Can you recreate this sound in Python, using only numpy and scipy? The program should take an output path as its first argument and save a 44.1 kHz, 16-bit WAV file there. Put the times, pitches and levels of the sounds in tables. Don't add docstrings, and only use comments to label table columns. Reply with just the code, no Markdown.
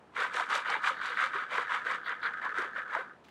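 import sys
import numpy as np
from scipy import signal
from scipy.fft import rfft, irfft, next_fast_len
from scipy.io import wavfile
from scipy.ndimage import uniform_filter1d, map_coordinates

SR = 44100
rng = np.random.default_rng(int(sys.argv[2]) if len(sys.argv) > 2 else 0)


def unload_wav(signal):
    wavfile.write(
        sys.argv[1],
        SR,
        np.round(np.clip(np.atleast_2d(signal).T, -1, 1) * 32767).astype(np.int16),
    )


N = 145530

RIVER_SPECTRUM = [(25, -23), (50, -32), (90, -7), (140, 0.5), (220, 5), (500, 2), (1000, -0.5), (1800, -11),
                  (3000, -16), (5000, -26.5), (9000, -32.5), (15000, -52)]
SPILL_SPECTRUM = [(300, -17), (1500, 2), (3300, 5), (5000, -7), (9000, -20), (15000, -24)]
GRIND_SPECTRUM = [(1500, -32), (2800, -15), (3400, 6.5), (3900, -0.5), (4200, 0), (4650, -9), (5100, -26),
                  (9000, -35)]
FLOOR_SPECTRUM = [(60, -47.5), (160, -24), (270, -18), (350, -11.5), (430, -6), (505, 1.5), (620, -6.5),
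                  (900, -18.5), (2000, -46)]
WALL_SPECTRUM = [(200, -60.5), (550, -20.5), (660, -21.5), (740, -3), (820, -5), (1000, 5.5), (1250, 3),
                 (1700, -18), (3000, -54.5)]
MESH_SPECTRUM = [(500, -55), (1400, -5), (1900, 1.5), (2030, 11), (2130, 5), (2300, 9), (2480, 4),
                 (2850, 0), (3150, 1), (3800, -2.5), (4300, -16), (4750, -11.5), (5300, -48), (9000, -47)]
SAND_SPECTRUM = [(1000, -39), (3500, 9.5), (5000, 2), (6800, -1.5), (8800, -5), (10500, -15.5),
                 (12500, -27), (14500, -37), (16000, -36)]
ROLL_SPECTRUM = [(150, -43), (550, -26.5), (900, -17.5), (1100, -15), (1280, 1), (1450, -2.5), (1620, 3.5),
                 (1820, -4), (2050, -15), (2600, -30), (3500, -24.5), (4500, -38), (9000, -49),
                 (15000, -69.5)]
PEBBLE_SPECTRUM = [(100, -54.5), (500, -35), (850, -29), (1080, -9), (1270, 1), (1560, 6), (1820, -2),
                   (2050, -4.5), (2500, -23.5), (3600, -33.5), (5000, -48.5), (9000, -50), (15000, -69)]
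# (f/Hz, level/dB, T60/s)
BUCKET_MODES = [(503, -11.5, 0.058), (756, -18.5, 0.092), (986, -13.5, 0.028), (1260, -13, 0.064),
                (1540, -17, 0.15), (2047, -14.5, 0.081)]
# (t/s, level/dB, time constant/s)
SPILL_BURSTS = [(3.239, -59.5, 0.021), (3.248, -62, .005), (3.268, -66, 0.011), (3.285, -49.5, 0.0037)]
# (centre t/s, half-width/s, level/dB)
RIM_GRINDS = [(1.08, 0.17, -52.5), (2.069, 0.037, -51), (2.232, 0.017, -47.5), (2.261, 0.022, -47)]
# (t/s, f/Hz, level/dB, T60/s)
TUB_THUMPS = [(.348, 472, -34.5, 0.076), (.396, 964, -23, .06), (.402, 747, -28.5, 0.079),
              (.553, 560, -28.5, 0.045), (.697, 804, -29.5, 0.097), (.750, 890, -27.5, 0.11),
              (.765, 400, -39.5, 0.063), (.905, 516, -36.5, 0.14), (1.10, 496, -42, .2),
              (1.235, 531, -41.5, .2), (1.350, 398, -35, 0.11), (1.522, 596, -33.5, 0.069),
              (1.581, 513, -31, 0.087), (1.583, 1028, -20.5, .05), (1.862, 507, -41, 0.053),
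              (1.900, 1058, -23, .06), (2.453, 1007, -29.5, 0.11), (2.586, 356, -29.5, 0.071),
              (2.650, 400, -41.5, 0.14), (2.950, 860, -24, 0.048), (2.962, 677, -29.5, 0.087),
              (2.988, 512, -32, 0.089)]
# (t/s, level/dB, f/Hz)
FLINT_CHINKS = [(0.342, -29, 4070), (.366, -29, 6500), (.398, -33, 8550), (.505, -29, 5550),
                (0.553, -21, 6890), (.701, -23.5, 4260), (1.058, -32, 4230), (1.241, -27, 4630),
                (1.946, -38.5, 7770), (2.094, -37.5, 4660), (2.375, -52, 4200), (2.450, -37, 4100),
                (2.585, -31.5, 5560), (2.620, -36, 5500), (2.950, -36, 4960)]
# (t/s, level/dB)
STONE_KNOCKS = [(0.166, -22), (0.22, -17), (0.247, -21), (0.371, -21), (0.398, -18), (0.423, -22),
                (0.529, -17), (0.658, -20), (0.741, -18), (0.839, -19), (0.873, -15), (1.016, -21),
                (1.172, -17), (1.2, -15), (1.239, -17), (1.344, -21), (1.581, -19), (1.72, -19),
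                (1.868, -18), (1.902, -19), (1.918, -21), (2.082, -21), (2.093, -21), (2.231, -21),
                (2.337, -27), (2.373, -27), (2.525, -26), (2.584, -19), (2.763, -23), (2.819, -25),
                (2.95, -18)]
# (t/s, level/dB)
ROLLING_LEVELS = [(.125, -70), (.18, -43), (.8, -40.5), (1.4, -40), (1.49, -44), (1.65, -38), (2.02, -42.5),
                  (2.19, -45), (2.38, -40), (2.54, -36.5), (2.72, -43.5), (2.9, -40), (3.03, -48),
                  (3.121, -49.5), (3.18, -73)]
# (start t/s, fastest t/s, end t/s, pebble f/Hz, level/dB each of pebbles, floor, wall, mesh, sand)
TWISTS = [(0.164, 0.209, 0.26, 1585, -34.5, -48, -38, -41, -53.5),
          (0.335, 0.38, 0.43, 1593, -40, -50, -39, -42.5, -51),
          (0.498, 0.545, 0.59, 1458, -33, -48, -35.5, -38.5, -48),
          (0.66, 0.72, 0.76, 1540, -36.5, -49, -38, -39.5, -56),
          (0.838, 0.875, 0.9, 1530, -30, -58, -33.5, -37.5, -48),
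          (1.012, 1.055, 1.136, 1530, -37, -62, -46, -45.5, -57.5),
          (1.173, 1.222, 1.266, 1496, -30, -54.5, -43, -40, -53.5),
          (1.334, 1.343, 1.433, 1421, -35.5, -56.5, -49.5, -46, -62),
          (1.507, 1.547, 1.625, 1458, -36, -49.5, -42, -41.5, -55.5),
          (1.697, 1.745, 1.772, 1449, -34.5, -58.5, -38.5, -42, -55),
          (1.855, 1.914, 1.955, 1568, -34, -49.5, -47, -45, -58.5),
          (2.062, 2.131, 2.13, 1438, -36, -54.5, -47, -47.5, -70),
          (2.23, 2.255, 2.29, 1557, -32, -55, -44.5, -50, -67),
          (2.421, 2.473, 2.467, 1450, -36.5, -58, -42, -50, -68),
          (2.56, 2.594, 2.65, 1566, -35, -50, -44, -48.5, -59),
          (2.757, 2.793, 2.8, 1556, -36.5, -51, -56, -52, -68),
          (2.919, 2.94, 3.01, 1508, -37, -53, -42.5, -51, -64)]

TUB_T60_S, TUB_DB = 0.038, 3
HEAP_T60_S = 0.1
CHATTER = 0.5
PEBBLE_HZ = 1530
THUMP_DB, KNOCK_DB = -1, -2.5
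CHINK_T60_S, CHINK_RING_DB, CHINK_CRACK_DB = 0.0068, -4.5, -5.5
DIP_LEAD_S, DIP_HALF_WIDTH_S, DIP_DB = 0.051, 0.011, -2
STRAY_DB, SNAP_DB = -34, -2.5
LOW_CUT_HZ, TOP_HZ = 48, 15700


def amp(db):
    return 10 ** (np.asarray(db) / 20)


def unit_energy(x):
    return x / np.linalg.norm(x)


def gain_at(spectrum, hz):
    f, db = np.transpose(spectrum)
    return amp(np.interp(np.log(hz + 1), np.log(f + 1), db))


def wobble(knots_per_s):
    return map_coordinates(rng.standard_normal(4096), [np.arange(N) * knots_per_s / SR], mode="wrap")


def noise(gain):
    x = irfft(rfft(rng.standard_normal(N)) * gain(np.fft.rfftfreq(N, 1 / SR)), N)
    return x / np.sqrt(np.mean(x ** 2) + 1e-20)


def click(spectrum, stretch, size=2048):
    cepstrum = irfft(np.log(gain_at(spectrum, np.fft.rfftfreq(size, 1 / SR) / stretch)))
    cepstrum[1:size // 2] *= 2
    cepstrum[size // 2 + 1:] = 0
    return irfft(np.exp(rfft(cepstrum)))


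def contact(spectrum, stretch):
    t = np.arange(SR // 10) / SR
    body = amp(TUB_DB) * unit_energy(rng.standard_normal(len(t)) * amp(-60 * t / TUB_T60_S))
    body[0] += 1
    for hz, db, t60 in BUCKET_MODES:
        mode = unit_energy(np.cos(2 * np.pi * hz * t) * amp(-60 * t / t60))
        body += amp(db - 9.5) * rng.normal(1, 0.18) * mode
    return unit_energy(signal.fftconvolve(click(spectrum, stretch), body))


def shower(force, spectrum, per_s, scatter_db, spread, pitch=1, sizes=14):
    chance, strength, free = rng.random(N), rng.standard_normal(N), rng.standard_normal(N)
    caught = free[np.arange(N) * 50 // SR]
    place = np.log(pitch) / spread + np.where(rng.random(N) < CHATTER, caught, free) / 2
    size = np.clip(np.round((place + 1) / 2 * (sizes - 1)), 0, sizes - 1)
    hits = (chance < per_s / SR) * amp(scatter_db * np.minimum(strength, 2)) * rng.choice([-1, 1], N)
    local_power = np.abs(uniform_filter1d(hits ** 2, size=800)) + np.mean(hits ** 2) / 10
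    hits = force * hits / np.sqrt(local_power)
    stretches = np.exp(spread * np.linspace(-1, 1, sizes))
    return sum(signal.oaconvolve(hits * (size == k), contact(spectrum, stretch))[:N]
               for k, stretch in enumerate(stretches))


def rings(rows, attack_s, roughness):
    out, t = np.zeros(N + SR), np.arange(SR // 6) / SR
    for start, hz, db, t60 in rows:
        drift = np.interp(t * hz, np.arange(len(t)), np.cumsum(rng.standard_normal(len(t))))
        envelope = amp(db - 60 * t / t60) * (1 - np.exp(-t / attack_s))
        out[round(start * SR):][:len(t)] += envelope * np.sin(2 * np.pi * hz * t + roughness * drift)
    return out[:N]


def river():
    flow = amp(-59.5 + 0.4 * wobble(knots_per_s=24.4)) * noise(lambda hz: gain_at(RIVER_SPECTRUM, hz))
    drone = amp(-80) * noise(lambda hz: 1 / (1 + ((hz - 73.7) / 1.9) ** 2))
    return flow + drone


def spill():
    t = np.arange(N) / SR
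    force = sum(amp(db) * (t >= start) * np.exp(-np.abs(t - start) / decay)
                for start, db, decay in SPILL_BURSTS)
    return shower(force, SPILL_SPECTRUM, per_s=1900, scatter_db=6, spread=0.48)


def rim_grinds():
    t = np.arange(N) / SR
    force = sum(amp(db) * np.exp(-2 * ((t - centre) / width) ** 2) for centre, width, db in RIM_GRINDS)
    return shower(force, GRIND_SPECTRUM, per_s=760, scatter_db=7.5, spread=0.06, sizes=4)


def tub_thumps():
    return amp(THUMP_DB) * rings(TUB_THUMPS, attack_s=0.0016, roughness=0.6)


def flint_chinks():
    cracks = np.zeros(N + SR)
    for start, db, _ in FLINT_CHINKS:
        crack = contact(SAND_SPECTRUM, np.exp(rng.normal(0, 0.082)))
        cracks[round(start * SR):][:len(crack)] += amp(db + CHINK_CRACK_DB) * crack / np.abs(crack).max()
    modes = [(start, hz, db, CHINK_T60_S) for start, db, hz in FLINT_CHINKS]
    return cracks[:N] + amp(CHINK_RING_DB) * rings(modes, attack_s=0.0011, roughness=0.77)


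def stone_knocks():
    out = np.zeros(N + SR)
    for start, db in STONE_KNOCKS:
        stretch = np.exp(rng.normal(0, 0.032))
        knock = (contact(PEBBLE_SPECTRUM, stretch)
                 + amp(-17.5) * contact(MESH_SPECTRUM, stretch)
                 + amp(-35.5) * contact(SAND_SPECTRUM, stretch))
        knock *= amp(-60 * np.arange(len(knock)) / SR / HEAP_T60_S)
        out[round(start * SR):][:len(knock)] += amp(db + KNOCK_DB) * knock / np.abs(knock).max()
    return out[:N]


def rolling_force():
    t = np.arange(N) / SR
    dips = sum(np.exp(-((t - start + DIP_LEAD_S) / DIP_HALF_WIDTH_S) ** 2) for start, *_ in TWISTS)
    return amp(np.interp(t, *np.transpose(ROLLING_LEVELS)) + DIP_DB * dips)


def twist_force(levels, attack_s, release_s, swell_db):
    t, power = np.arange(N) / SR, np.zeros(N)
    for (start, fastest, end, *_), db in zip(TWISTS, levels):
        edges = np.exp(-np.maximum(start - t, 0) / attack_s - np.maximum(t - end, 0) / release_s)
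        swell = swell_db * np.interp(t, [start, fastest, end], [-0.5, 0.5, -0.5])
        power += (edges * amp(db + swell)) ** 2
    return np.sqrt(power)


def gravel():
    _, fastest, _, pebble_hz, pebble_db, floor_db, wall_db, mesh_db, sand_db = np.transpose(TWISTS)
    pitch = np.interp(np.arange(N) / SR, fastest, pebble_hz) / PEBBLE_HZ
    rolling = rolling_force()
    clack = twist_force(pebble_db, attack_s=0.002, release_s=0.0057, swell_db=3)
    floor = twist_force(floor_db, attack_s=0.0036, release_s=0.027, swell_db=6)
    floor = np.hypot(floor, amp(-20.5) * rolling)
    wall = twist_force(wall_db, attack_s=0.014, release_s=0.034, swell_db=5)
    mesh = twist_force(mesh_db + 0.8, attack_s=0.011, release_s=0.029, swell_db=5.5)
    sand = twist_force(sand_db, attack_s=0.014, release_s=0.032, swell_db=8.5)
    return (shower(clack, PEBBLE_SPECTRUM, per_s=1100, scatter_db=4, spread=0.16, pitch=pitch)
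            + shower(rolling, ROLL_SPECTRUM, per_s=450, scatter_db=5, spread=0.11)
            + shower(floor, FLOOR_SPECTRUM, per_s=400, scatter_db=4.5, spread=0.24)
            + shower(wall, WALL_SPECTRUM, per_s=700, scatter_db=2.5, spread=0.038)
            + shower(mesh, MESH_SPECTRUM, per_s=1800, scatter_db=9, spread=0.017)
            + shower(amp(STRAY_DB) * rolling, SAND_SPECTRUM, per_s=35, scatter_db=7, spread=0.3, sizes=4)
            + shower(sand, SAND_SPECTRUM, per_s=4000, scatter_db=8, spread=0.071)
            + shower(amp(SNAP_DB) * sand, SAND_SPECTRUM, per_s=54, scatter_db=15, spread=0.2, sizes=6))


def scene():
    return (gravel() + rim_grinds() + stone_knocks() + tub_thumps() + flint_chinks()
            + river() + spill())[None]


def record(dry):
    size = next_fast_len(N + SR // 2)
    hz = np.fft.rfftfreq(size, 1 / SR)
    high_pass = hz ** 2 / np.hypot(hz ** 2, LOW_CUT_HZ ** 2)
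    return irfft(rfft(dry, size) * high_pass * (hz < TOP_HZ), size)[..., :N]


dry = scene()
out = record(dry)
unload_wav(out)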